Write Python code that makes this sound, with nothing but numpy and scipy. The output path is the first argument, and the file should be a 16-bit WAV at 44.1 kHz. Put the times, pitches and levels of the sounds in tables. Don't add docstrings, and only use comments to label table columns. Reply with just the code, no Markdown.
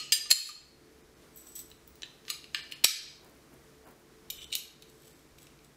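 import sys
import numpy as np
from scipy import signal
from scipy.fft import rfft, irfft, next_fast_len
from scipy.io import wavfile
from scipy.ndimage import uniform_filter1d, map_coordinates

SR = 44100
rng = np.random.default_rng(int(sys.argv[2]) if len(sys.argv) > 2 else 0)


def natural_amplitude(level_db):
    exponent = np.asarray(level_db, float) / 20
    return 10 ** exponent


def wav_out(sig):
    wavfile.write(sys.argv[1], SR, np.round(np.clip(np.atleast_2d(sig).T, -1, 1) * 32767).astype(np.int16))


N = 254016
SPAN = 1 << 14
HZ = np.fft.rfftfreq(SPAN, 1 / SR)

# start in s, peak in dB, tilt in dB, ring in dB.
EARLIER_KNOCK = [
    (-0.063, -13, 0, 7),
]
# start in s, peak in dB, tilt in dB, ring in dB.
BARREL_DROP_HITS = [
    (.1215, -8, 1, 5),
    (.1270, -10.5, 3.5, 13.5),
    (.1505, -27, 1.5, 14),
]
# start in s, peak in dB, tilt in dB, ring in dB.
BARREL_SEAT_HITS = [
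    (0.296, -32.5, -3, -2),
    (.3010, -31.5, -4, 0.5),
    (.3040, -15, 0.5, 13.5),
    (.308, -16, 11, 5.5),
    (0.3119, -3.5, 0.1, 10),
    (.317, -9.5, 0.5, 9),
    (0.3247, -6, 0.5, 10),
    (0.370, -20, -5.5, 14),
]
# start in s, peak in dB, tilt in dB, ring in dB.
BARREL_KNOCK_HITS = [
    (.255, -42, -5.5, -6),
    (.4897, -29, 0.5, 6),
    (.504, -37, -5, -19),
    (.553, -47, -3, 2),
]
# start in s, peak in dB, tilt in dB, ring in dB.
SPRING_HITS = [(1.36, -38, 25, 10), (1.3724, -39, 8, 11), (1.4701, -42.5, -6, 10), (1.5198, -45, -4, 10),
               (1.5541, -34, 4, -9), (1.5821, -36, 16, -8), (1.5915, -30, 4, 0)]
# start in s, peak in dB, tilt in dB, ring in dB.
COIL_HITS = [
    (1.7015, -34.5, -2, -4),
    (1.8771, -29, 2.5, -5),
    (1.9558, -39.5, -5.5, -2),
]
# start in s, peak in dB, tilt in dB, ring in dB.
ROD_TOUCH_HITS = [(1.715, -39.5, -7, 10), (2.0209, -28, 2.5, -4), (2.0324, -27.5, -7, 18),
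                  (2.0586, -45, -12, 2), (2.2522, -40, -4, -7.5)]
# start in s, peak in dB, tilt in dB, ring in dB.
ROD_PUSH_HITS = [
    (2.2814, -31, -4.5, -7),
    (2.3012, -17, 0.9, 11.5),
    (2.305, -28, 5, 16),
]
# start in s, peak in dB, tilt in dB, ring in dB.
ROD_PRESS_HITS = [
    (2.4422, -35, -4, 6.5),
    (2.7134, -39, -3, -2),
    (2.717, -39, 1.5, -3),
    (2.7217, -24, -1.5, 8),
    (2.7334, -54, 2.5, -4),
]
# start in s, peak in dB, tilt in dB, ring in dB.
ROD_SLIP_HITS = [
    (2.5450, -37.5, 4, 0),
    (2.5468, -16, -3, 5),
    (2.5545, -33, -3, 4),
    (2.5916, -35, -14.5, -1.5),
]
# start in s, peak in dB, tilt in dB, ring in dB.
ROD_SNAP_HITS = [(2.8390, -20.5, -6.5, -0.5), (2.8422, -3.5, 0.5, -6.5), (2.8436, -10, -2.5, -13.5),
                 (2.8450, 4, -2, -2.5), (2.8475, -16.5, -3.5, 4), (2.8500, -3, -2, 3),
                 (2.853, -10, -0.5, 0.5)]
# start in s, peak in dB, tilt in dB, ring in dB.
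CAP_HITS = [
    (4.5524, -12, 1.5, 2),
    (4.6255, -53, -2, -3),
    (4.8226, -38.5, -1, 2),
    (4.829, -48, -9, 4),
    (5.3848, -41.5, -6.5, -11),
    (5.4689, -43.5, -7, -15.5),
    (5.5907, -49, -9, -7),
]
# start in s, peak in dB, tilt in dB, ring in dB.
CAP_SCUFF_HITS = [(4.5188, -39, -2, 2), (4.5233, -41, -5, 1), (4.5285, -37, -2, 1), (4.5315, -37, -2, 3),
                  (4.535, -35, 2, 3), (4.539, -36, -9.5, 6), (4.5455, -41, -5, -2)]
# start in s, peak in dB, tilt in dB, ring in dB.
CAP_DROP_HITS = [
    (4.3013, -22, -0.5, 11),
    (4.305, -26, 2.5, -7),
]
# start in s, peak in dB, tilt in dB, ring in dB.
CAP_RATTLE_HITS = [
    (4.3881, -43, -10, 11),
    (4.4178, -36.5, -4, 10),
    (4.4265, -42, -3, 12),
    (4.4432, -34, 2.5, 13),
    (4.6365, -40, 2, 7),
]

# frequency in Hz, width in Hz, level in dB.
SPRING_RESONANCES = [(3880, 130, -30), (5810, 85, -6), (7350, 76, -10), (7970, 36, 4.5), (8580, 120, -17),
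                     (9200, 53, -20), (10280, 41, -17), (11000, 48, -22), (12200, 43, -1.5),
                     (13400, 80, -3.5), (14420, 60, -11), (14740, 30, -18), (15600, 200, -16.5)]
# frequency in Hz, width in Hz, level in dB.
PUSH_RESONANCES = [(1210, 41, 0), (2375, 194, -4.5), (2842, 150, -6.5), (3805, 110, -4.5),
                   (4190, 230, -0.5), (6400, 110, -7), (4950, 100, -3), (6940, 180, -6), (7915, 50, 0.5),
                   (8850, 74, -10), (9550, 250, -10), (10120, 49, -7), (10890, 140, -10), (12070, 210, -11),
                   (14600, 100, -11), (15000, 270, -17.5)]
# frequency in Hz, width in Hz, level in dB.
THREAD_RESONANCES = [(7850, 340, -3), (8570, 47, -9), (10500, 43, -2), (12380, 64, -2), (12800, 56, -18.5),
                     (13900, 63, -4), (15300, 66, -8)]
# frequency in Hz, width in Hz, level in dB.
COIL_RESONANCES = [(15400, 300, 4), (15600, 180, 2), (9570, 97, -4), (13300, 200, -14)]
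# frequency in Hz, width in Hz, level in dB.
KNOCK_RESONANCES = [(1217, 26, -0.5), (2363, 220, -19), (4250, 65, -4), (13400, 100, -24),
                    (14600, 100, -22.5)]
# frequency in Hz, width in Hz, level in dB.
TOUCH_RESONANCES = [(1790, 120, -9), (2630, 120, -7.5), (3000, 120, 0.5), (3640, 130, -2), (3940, 150, 6),
                    (5870, 100, -25), (7200, 120, -4)]
# frequency in Hz, width in Hz, level in dB.
PRESS_RESONANCES = [(2430, 276, -3.5), (2890, 220, 4), (3700, 120, -4.5), (4270, 200, 1.5), (4940, 180, -6),
                    (7600, 120, -11), (9375, 40, -13.5), (11050, 74, -8.5), (15400, 60, -7.5)]
# frequency in Hz, width in Hz, level in dB.
SCUFF_RESONANCES = [(2340, 44, -9.5), (2950, 67, 3.5), (3790, 120, -0.5), (4190, 140, -2.5),
                    (5570, 230, -13.5), (7230, 180, -11), (8190, 110, -7)]
# frequency in Hz, width in Hz, level in dB.
CAP_DROP_RESONANCES = [(2400, 38, -9), (2980, 60, -3.5), (3740, 146, -2.5), (4200, 80, -13),
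                       (5470, 270, -12), (6060, 60, -9), (7100, 80, -7), (8100, 50, -9), (10200, 70, -10),
                       (12100, 120, -3), (13200, 50, -2), (14900, 80, -8)]
# frequency in Hz, width in Hz, level in dB.
RATTLE_RESONANCES = [(2400, 50, -12), (3004, 63, 3), (3580, 200, -5.5), (5940, 190, -13),
                     (7730, 300, -10.5), (12600, 130, -21)]

# frequency [Hz], width [Hz], level [dB].
DROP_MODE_HZ = [1237, 1765, 2340, 2850, 3100, 3830, 4170, 4828, 4875, 4940, 5082, 6170, 6347, 7124, 7270,
                7480, 7970, 8640, 9440, 10400, 11000, 11300, 11500, 12320, 13100, 13400, 14700, 15487]
DROP_MODE_WIDTH_HZ = [40, 30, 110, 100, 120, 50, 84, 40, 40, 45, 30, 30, 30, 40, 50, 90, 35, 45, 60, 50, 30,
                      60, 35, 70, 35, 50, 70, 40]
DROP_MODE_DB = [-27, -9, -18, -12, -12, -13, -12, -0.5, 2.5, -6, -4, -15.5, -9, -12.5, -12, -9.5, -12, -3,
                -24, -17, -15.5, -14, -17, -13, -13, -19.5, -25.5, -16]
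# frequency [Hz], width [Hz], level [dB].
SEAT_MODE_HZ = [1210, 1780, 2570, 3020, 3850, 4160, 4242, 4312, 4470, 4828, 4960, 6510, 7130, 7250, 7528,
                7974, 8600, 10350, 11030, 11185, 11450, 12380, 13100, 13400, 15487]
SEAT_MODE_WIDTH_HZ = [40, 40, 80, 55, 50, 40, 34, 25, 50, 40, 60, 50, 50, 30, 36, 40, 50, 150, 60, 50, 90,
                      90, 40, 35, 35]
SEAT_MODE_DB = [-26, -20.5, -24, -20, -14.5, -12, 2, -5.5, -13.5, -11, -9, -25, -9.5, -7.5, -3, -9, -16,
                -21.5, -12, -8.5, -22, -22, -19.5, -17, -19.5]
# frequency [Hz], width [Hz], level [dB].
SNAP_MODE_HZ = [1250, 1770, 2370, 3010, 3640, 3890, 4430, 4970, 5380, 5548, 6230, 7290, 7912, 9430, 11200,
                12230, 13050, 15490]
SNAP_MODE_WIDTH_HZ = [60, 50, 150, 130, 120, 130, 150, 130, 90, 80, 150, 200, 90, 90, 200, 110, 150, 100]
SNAP_MODE_DB = [-13.5, -9, -7, -1, -12, -8, -7.5, -6, -0.5, 5, -8.5, -10, 3.5, -13, -12.5, -10.5, -8.5, -21]
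# frequency [Hz], width [Hz], level [dB].
SLIP_MODE_HZ = [1200, 1600, 1765, 2030, 2336, 2560, 2815, 3172, 3350, 3745, 3980, 4200, 4955, 6170, 7200,
                7900, 8620, 11030, 12250, 13250]
SLIP_MODE_WIDTH_HZ = [40, 28, 25, 30, 90, 40, 160, 50, 50, 60, 45, 130, 90, 50, 120, 130, 50, 50, 120, 80]
SLIP_MODE_DB = [-16, -6.5, 0, -11, -6.5, -3.5, -1.5, -1, -9.5, -8.5, -7.5, -4, -8, -10.5, -17.5, -14, -24.5,
                -20, -19, -23.5]
# frequency [Hz], width [Hz], level [dB].
CAP_MODE_HZ = [2370, 3030, 3820, 4090, 4320, 6610, 7140, 7560, 9260, 10300, 11200, 12200, 13200, 14700]
CAP_MODE_WIDTH_HZ = [60, 90, 220, 60, 100, 140, 70, 80, 120, 120, 80, 220, 80, 300]
CAP_MODE_DB = [-6, -6, -1, -15, -3, -12, -18, -17, -16, -20, -11, -9, -12, -15]
# frequency [Hz], width [Hz], level [dB].
EARLIER_MODE_HZ = [1250, 2550, 2800, 2930, 4255, 4860, 6820, 7730, 8000, 8550, 11200, 13000]
EARLIER_MODE_WIDTH_HZ = [23, 80, 40, 90, 40, 300, 260, 100, 40, 60, 45, 49]
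EARLIER_MODE_DB = [-11, -8.5, -9, -12, -1.5, -12.5, -15.5, -14, -16, -19, -21.5, -18.5]
DROP_RESONANCES = np.transpose([DROP_MODE_HZ, DROP_MODE_WIDTH_HZ, DROP_MODE_DB])
SEAT_RESONANCES = np.transpose([SEAT_MODE_HZ, SEAT_MODE_WIDTH_HZ, SEAT_MODE_DB])
SNAP_RESONANCES = np.transpose([SNAP_MODE_HZ, SNAP_MODE_WIDTH_HZ, SNAP_MODE_DB])
SLIP_RESONANCES = np.transpose([SLIP_MODE_HZ, SLIP_MODE_WIDTH_HZ, SLIP_MODE_DB])
CAP_RESONANCES = np.transpose([CAP_MODE_HZ, CAP_MODE_WIDTH_HZ, CAP_MODE_DB])
EARLIER_RESONANCES = np.transpose([EARLIER_MODE_HZ, EARLIER_MODE_WIDTH_HZ, EARLIER_MODE_DB])

# frequency in Hz, level in dB.
STEEL_CRACK = [(470, -95), (800, -57), (1260, -29), (2320, -13), (3420, -6), (3930, -5.5), (9940, -13),
               (12600, -12), (16000, -17)]
# frequency in Hz, level in dB.
BARREL_DROP_CRACK = [(500, -72.5), (900, -38.5), (1700, -18), (3100, -2.5), (4600, -10), (6000, -9),
                     (12000, -20.5), (16000, -42.5)]
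# frequency in Hz, level in dB.
BARREL_SEAT_CRACK = [(500, -60.5), (900, -32), (1500, -15), (2600, -2), (4400, -8), (6500, -2.5),
                     (12000, -27), (16000, -29)]
# frequency in Hz, level in dB.
SPRING_BODY_CRACK = [(1500, -8.5), (3000, -28), (6000, 3), (10000, -6), (14000, 3), (16000, -16)]
# frequency in Hz, level in dB.
COIL_BODY_CRACK = [(1500, -40), (4000, -12), (10000, -16), (13000, -14), (15000, -11), (16500, 0)]
# frequency in Hz, level in dB.
ROD_TOUCH_CRACK = [(800, -50), (1500, -8), (3500, 0), (6000, 1.5), (9000, -15), (12000, -50)]
# frequency in Hz, level in dB.
ROD_SLIP_CRACK = [(470, -67), (800, -38.5), (1740, -12), (3510, -1), (3830, -5), (5580, -5), (10700, -26.5),
                  (16000, -32.5)]
# frequency in Hz, level in dB.
CAP_BODY_CRACK = [(900, -25), (1600, -54), (2400, -0.5), (3500, -8.5), (5000, -4.5), (9000, -6),
                  (16000, -12)]

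# peak in seconds, length in seconds, peak in dB.
BARREL_STROKES = [
    (.385, 0.17, -31.5),
    (.47, 0.14, -45.5),
]
# peak in seconds, length in seconds, peak in dB.
SPRING_STROKES = [
    (1.376, 0.59, -57),
    (1.56, 0.11, -44),
    (1.592, 0.036, -46),
    (1.47, .06, -56),
]
# peak in seconds, length in seconds, peak in dB.
ROD_STROKES = [
    (2.3, 0.073, -41.5),
]
# peak in seconds, length in seconds, peak in dB.
CAP_STROKES = [
    (4.534, 0.051, -30.5),
]
# peak in seconds, length in seconds, peak in dB.
RATTLE_STROKES = [
    (4.432, 0.066, -45.5),
    (4.385, .16, -50.5),
]
# peak in seconds, length in seconds, peak in dB.
THREAD_STROKES = [
    (4.9, 0.084, -61.5),
    (5.06, 0.52, -61),
    (5.388, 0.031, -58),
    (5.424, 0.11, -57.5),
    (5.646, 0.084, -61.5),
]
# start in seconds, level in dB, rise in seconds, lowest Hz.
AIR_PUSHES = [
    (0.3123, -10.5, 0.000089, 489),
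    (2.8452, -8.5, 0.00016, 350),
]
# frequency in Hz, t60 in seconds.
ROOM_T60 = [(1000, 0.43), (1800, 0.6), (3000, 0.6), (6000, 0.54), (9000, 0.38), (13000, 0.34),
            (16000, 0.11)]
# peak in seconds, length in seconds, peak in dB.
HAND_STROKES = [
    (3.244, 0.42, -57),
    (3.532, 0.32, -61),
    (3.872, 0.23, -52),
    (4.004, 0.072, -68),
]
# frequency in Hz, density in dB per Hz.
ROOM_TONE = [(53, -39), (90, -15.5), (145, -5.5), (173, -7), (333, -3.5), (405, -8.5), (442, -5.5),
             (472, -9.5), (869, -16.5), (1010, -15.5), (2320, -18.5), (2590, -21.5), (5670, -22.5),
             (15100, -31), (16500, -50)]
# frequency in Hz, width in Hz, level in dB.
MACHINE_HUMS = [(142, 14, -69.5), (352, 32, -71.5), (438.7, 6.8, -69), (66.5, 9.9, -72), (51.3, 8.8, -76.5)]
# peak in seconds, length in seconds, peak in dB.
RUMBLE_GUSTS = [
    (5.35, .7, -69),
    (3.07, 0.56, -68.5),
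    (3.85, 0.56, -74),
]
# lowest Hz, threshold in dB, list of times in seconds.
THINNED_BLOCKS = [(3140, 2.5, [1.028, 1.152, 1.79, 3.858, 5.138]), (9500, 5, [4.543]), (5340, 4.5, [2.748]),
                  (4200, 3, [4.392, 4.458]), (5230, 2.5, [2.322, 2.39, 2.554, 2.622, 3.005])]
# frequency in Hz, gain in dB.
CAMERA_BAND = [(15680, 0), (15850, -24), (16700, -40)]


def parts():
    # contacts, modes, crack, chatter t60 in s, level sent to the room in dB.
    steps = [(EARLIER_KNOCK, EARLIER_RESONANCES, BARREL_DROP_CRACK, .03, -3),
             (BARREL_SEAT_HITS, SEAT_RESONANCES, BARREL_SEAT_CRACK, .028, -3.5),
             (BARREL_DROP_HITS, DROP_RESONANCES, BARREL_DROP_CRACK, .04, -6),
             (BARREL_KNOCK_HITS, KNOCK_RESONANCES, BARREL_SEAT_CRACK, .06, -13),
             (SPRING_HITS, SPRING_RESONANCES, SPRING_BODY_CRACK, .012, -3),
             (COIL_HITS, COIL_RESONANCES, COIL_BODY_CRACK, .006, -1.5),
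             (ROD_TOUCH_HITS, TOUCH_RESONANCES, ROD_TOUCH_CRACK, .007, -6),
             (ROD_PUSH_HITS, PUSH_RESONANCES, ROD_SLIP_CRACK, .012, -3),
             (ROD_SLIP_HITS, SLIP_RESONANCES, ROD_SLIP_CRACK, .005, -4),
             (ROD_PRESS_HITS, PRESS_RESONANCES, STEEL_CRACK, .012, -4.5),
             (ROD_SNAP_HITS, SNAP_RESONANCES, STEEL_CRACK, .006, -4),
             (CAP_HITS, CAP_RESONANCES, CAP_BODY_CRACK, .012, -5),
             (CAP_SCUFF_HITS, SCUFF_RESONANCES, CAP_BODY_CRACK, .04, -6),
             (CAP_DROP_HITS, CAP_DROP_RESONANCES, CAP_BODY_CRACK, .02, -5),
             (CAP_RATTLE_HITS, RATTLE_RESONANCES, CAP_BODY_CRACK, .015, -6)]
    blows = sum(clicks(*step) for step in steps)
    spring = scrape(SPRING_STROKES, SPRING_RESONANCES, rise=0.115, broad_db=-8.5, rough_db=0.5)
    rod = scrape(ROD_STROKES, SLIP_RESONANCES, rise=0.58, broad_db=0.5, rough_db=4.5)
    cap = scrape(CAP_STROKES, SCUFF_RESONANCES, rise=0.44, broad_db=-12.0, rough_db=-5.0)
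    rattle = scrape(RATTLE_STROKES, RATTLE_RESONANCES, rise=0.66, broad_db=-14, rough_db=0.0)
    thread = scrape(THREAD_STROKES, THREAD_RESONANCES, rise=0.41, broad_db=1, rough_db=5.0)
    barrel = scrape(BARREL_STROKES, SEAT_RESONANCES, rise=.3, broad_db=-9.5, rough_db=0)
    return blows + barrel + spring + rod + rattle + cap + thread


def clicks(contacts, modes, body, chatter, room_db):
    t = np.arange(4096) / SR
    near = np.zeros((2, N + 2 * SPAN))
    bass_cut = 1 + (900 / (HZ + 1)) ** 4
    ring = unit(ringing(modes, HZ) / bass_cut)
    crack = unit(natural_amplitude(along(body, HZ)))
    jolts = rng.standard_normal((8, len(t)))
    for (s, db, treble_db, ring_db), jolt in zip(contacts, jolts):
        burst = rfft(jolt * natural_amplitude(-60 * t / max(chatter, .001)), SPAN)
        even = irfft(burst / (np.abs(unit(burst)) + 0.31))[:len(t)]
        tilt = natural_amplitude(treble_db * np.log2((HZ + 600) / 5000))
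        response = causal(tilt * np.hypot(natural_amplitude(ring_db) * ring, crack))
        blow = irfft(rfft(even, SPAN) * response)
        at = round(s * SR) + SPAN
        near[:, at:at + SPAN] += natural_amplitude([[db], [db + room_db]]) * blow / np.abs(blow).max()
    first = round(contacts[0][0] * SR) + SPAN
    echoes = signal.fftconvolve(near[1, first:at + SPAN], room_tail())
    far = np.pad(echoes, (first, N))
    return near[0, SPAN:SPAN + N] + far[SPAN:SPAN + N]


def scrape(rows, modes, rise, broad_db, rough_db):
    def colour(f):
        crack = unit(natural_amplitude(along(STEEL_CRACK, f)))
        return np.hypot(unit(ringing(modes, f)), natural_amplitude(broad_db) * crack)

    rub = strokes(rows, rise) * noise(colour, rough_db)
    return rub + natural_amplitude(-7.5) * signal.fftconvolve(rub, room_tail())[:N]


def ringing(modes, f):
    return np.sqrt(sum(natural_amplitude(2 * db) * (f * w) ** 2 / ((c * c - f * f) ** 2 + (f * w) ** 2)
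                       for c, w, db in modes))


def thumps():
    out = np.zeros(N)
    t = np.arange(2048) / SR
    for s, db, rise, low_hz in AIR_PUSHES:
        push = t / rise * np.exp(-t / rise)
        pole = np.exp(-2 * np.pi * low_hz / SR)
        puff = signal.lfilter([1, -1], [1, -pole], push)
        out[round(s * SR):][:len(t)] += natural_amplitude(db) * puff
    return out


def room_tail():
    hz, t, z = signal.stft(rng.standard_normal(2 * SPAN), SR, nperseg=256)
    decay = natural_amplitude(-60 * t / along(ROOM_T60, hz)[:, None])
    tail = signal.istft(z * decay, SR, nperseg=256)[1]
    t = np.arange(len(tail)) / SR
    onset = 1 - np.exp(-t / 0.00063)
    early = 1 + 1.6 * np.exp(-t / 0.03)
    z = rfft(tail * onset * early)
    power = np.abs(z) ** 2
    lumps = uniform_filter1d(power, size=30) / uniform_filter1d(power, size=600)
    gain = np.interp(HZ, np.fft.rfftfreq(len(tail), 1 / SR), np.abs(lumps) ** -.5)
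    flatten = irfft(causal(gain))[:SPAN // 4]
    tail = signal.fftconvolve(irfft(z), flatten)[:len(tail)]
    return tail / np.linalg.norm(tail)


def hands():
    rustle = noise(lambda f: f / 300 / (1 + (f / 300) ** 2) / (1 + (f / 2500) ** 2), rough_db=0.5)
    hiss = noise(lambda f: 1 / (1 + (6000 / (f + 1)) ** 3), rough_db=5.5)
    return strokes(HAND_STROKES, rise=0.25) * (rustle + natural_amplitude(-7.5) * hiss)


def background():
    tone_level = natural_amplitude(-60.5 + .7 * wobble(8))
    tone = tone_level * noise(lambda f: natural_amplitude(along(ROOM_TONE, f)))
    gusts = natural_amplitude(-73.5 + 4.5 * wobble(3.5)) + strokes(RUMBLE_GUSTS, rise=0.58)
    rumble = gusts * noise(lambda f: (f > 22) / (1 + (f / 90) ** 4) * f / (f + 40))
    hums = sum(natural_amplitude(db) * noise(lambda f: 1 / (1 + (2 * (f - c) / w) ** 2)) for c, w, db in MACHINE_HUMS)
    return tone + rumble + hums


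def strokes(rows, rise):
    t = np.arange(N) / SR
    rise = np.clip(rise, .02, .98)
    gain = 0
    for s, length, db in rows:
        away = np.maximum((s - t) / rise, (t - s) / (1 - rise)) / length
        gain = gain + natural_amplitude(db - 25 * np.minimum(away, 4))
    return gain


def noise(gain, rough_db=0):
    grit = rng.standard_normal(N) * natural_amplitude(rough_db * wobble(400))
    return unit(irfft(rfft(grit) * gain(np.fft.rfftfreq(N, 1 / SR)), N))


def wobble(rate):
    knots = rng.standard_normal(int(N * rate / SR) + 4)
    return map_coordinates(knots, [np.arange(N) * rate / SR])


def causal(gain):
    cepstrum = irfft(np.log(gain + 1e-6))
    fold = np.r_[1, 2 * np.ones(SPAN // 2 - 1), np.zeros(SPAN // 2)]
    return np.exp(rfft(cepstrum * fold))


def along(points, hz):
    f, v = np.transpose(points)
    return np.interp(np.log(hz + 1), np.log(f + 1), v)


def unit(x):
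    return x / np.sqrt(np.mean(np.abs(x) ** 2) + 1e-20)


def scene():
    return (parts() + thumps() + hands() + background())[None]


def lagged_mean(x, seconds, lag):
    keep = np.exp(-1 / (seconds * SR))
    mean = signal.lfilter([1 - keep], [1, -keep], x)
    return np.pad(mean, ((0, 0), (lag, 0)))[:, :N]


def thin_weak_bands(x):
    out, size = x.copy(), 1536
    window = np.hanning(size)
    hz = np.fft.rfftfreq(size, 1 / SR)
    for lowest_hz, over_db, times in THINNED_BLOCKS:
        for s in times:
            middle = round(s * SR)
            at = slice(middle - size // 2, middle + size // 2)
            z = rfft(x[0, at] * window)
            band = uniform_filter1d(np.abs(z), size=9)
            around = uniform_filter1d(np.abs(z), size=90)
            weak = (hz > lowest_hz) & (band < natural_amplitude(over_db - 2.5) * around)
            out[0, at] -= irfft(z * weak)
    return out


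def roll_off(x):
    return signal.sosfilt(signal.butter(12, 16780, fs=SR, output="sos"), x)


def record(dry):
    top = np.where(dry > 0, .62, .54)
    x = dry / (1 + np.abs(dry / top) ** 6) ** (1 / 6)
    overload = lagged_mean(np.clip(np.abs(x) - .24, 0, None), seconds=.13, lag=90)
    x = x / (1 + 500 * overload)
    bass = signal.sosfilt(signal.butter(2, 930, fs=SR, output='sos'), x)
    treble = lagged_mean(np.abs(x - bass), seconds=0.12, lag=260)
    x = x - bass * (1 - 1 / (1 + 36 * treble))
    m = next_fast_len(N)
    band_gain = natural_amplitude(along(CAMERA_BAND, np.fft.rfftfreq(m, 1 / SR)))
    x = irfft(rfft(x, m) * band_gain, m)[:, :N]
    mix = thin_weak_bands(x)
    return roll_off(mix)


dry = scene()
out = record(dry)
wav_out(out)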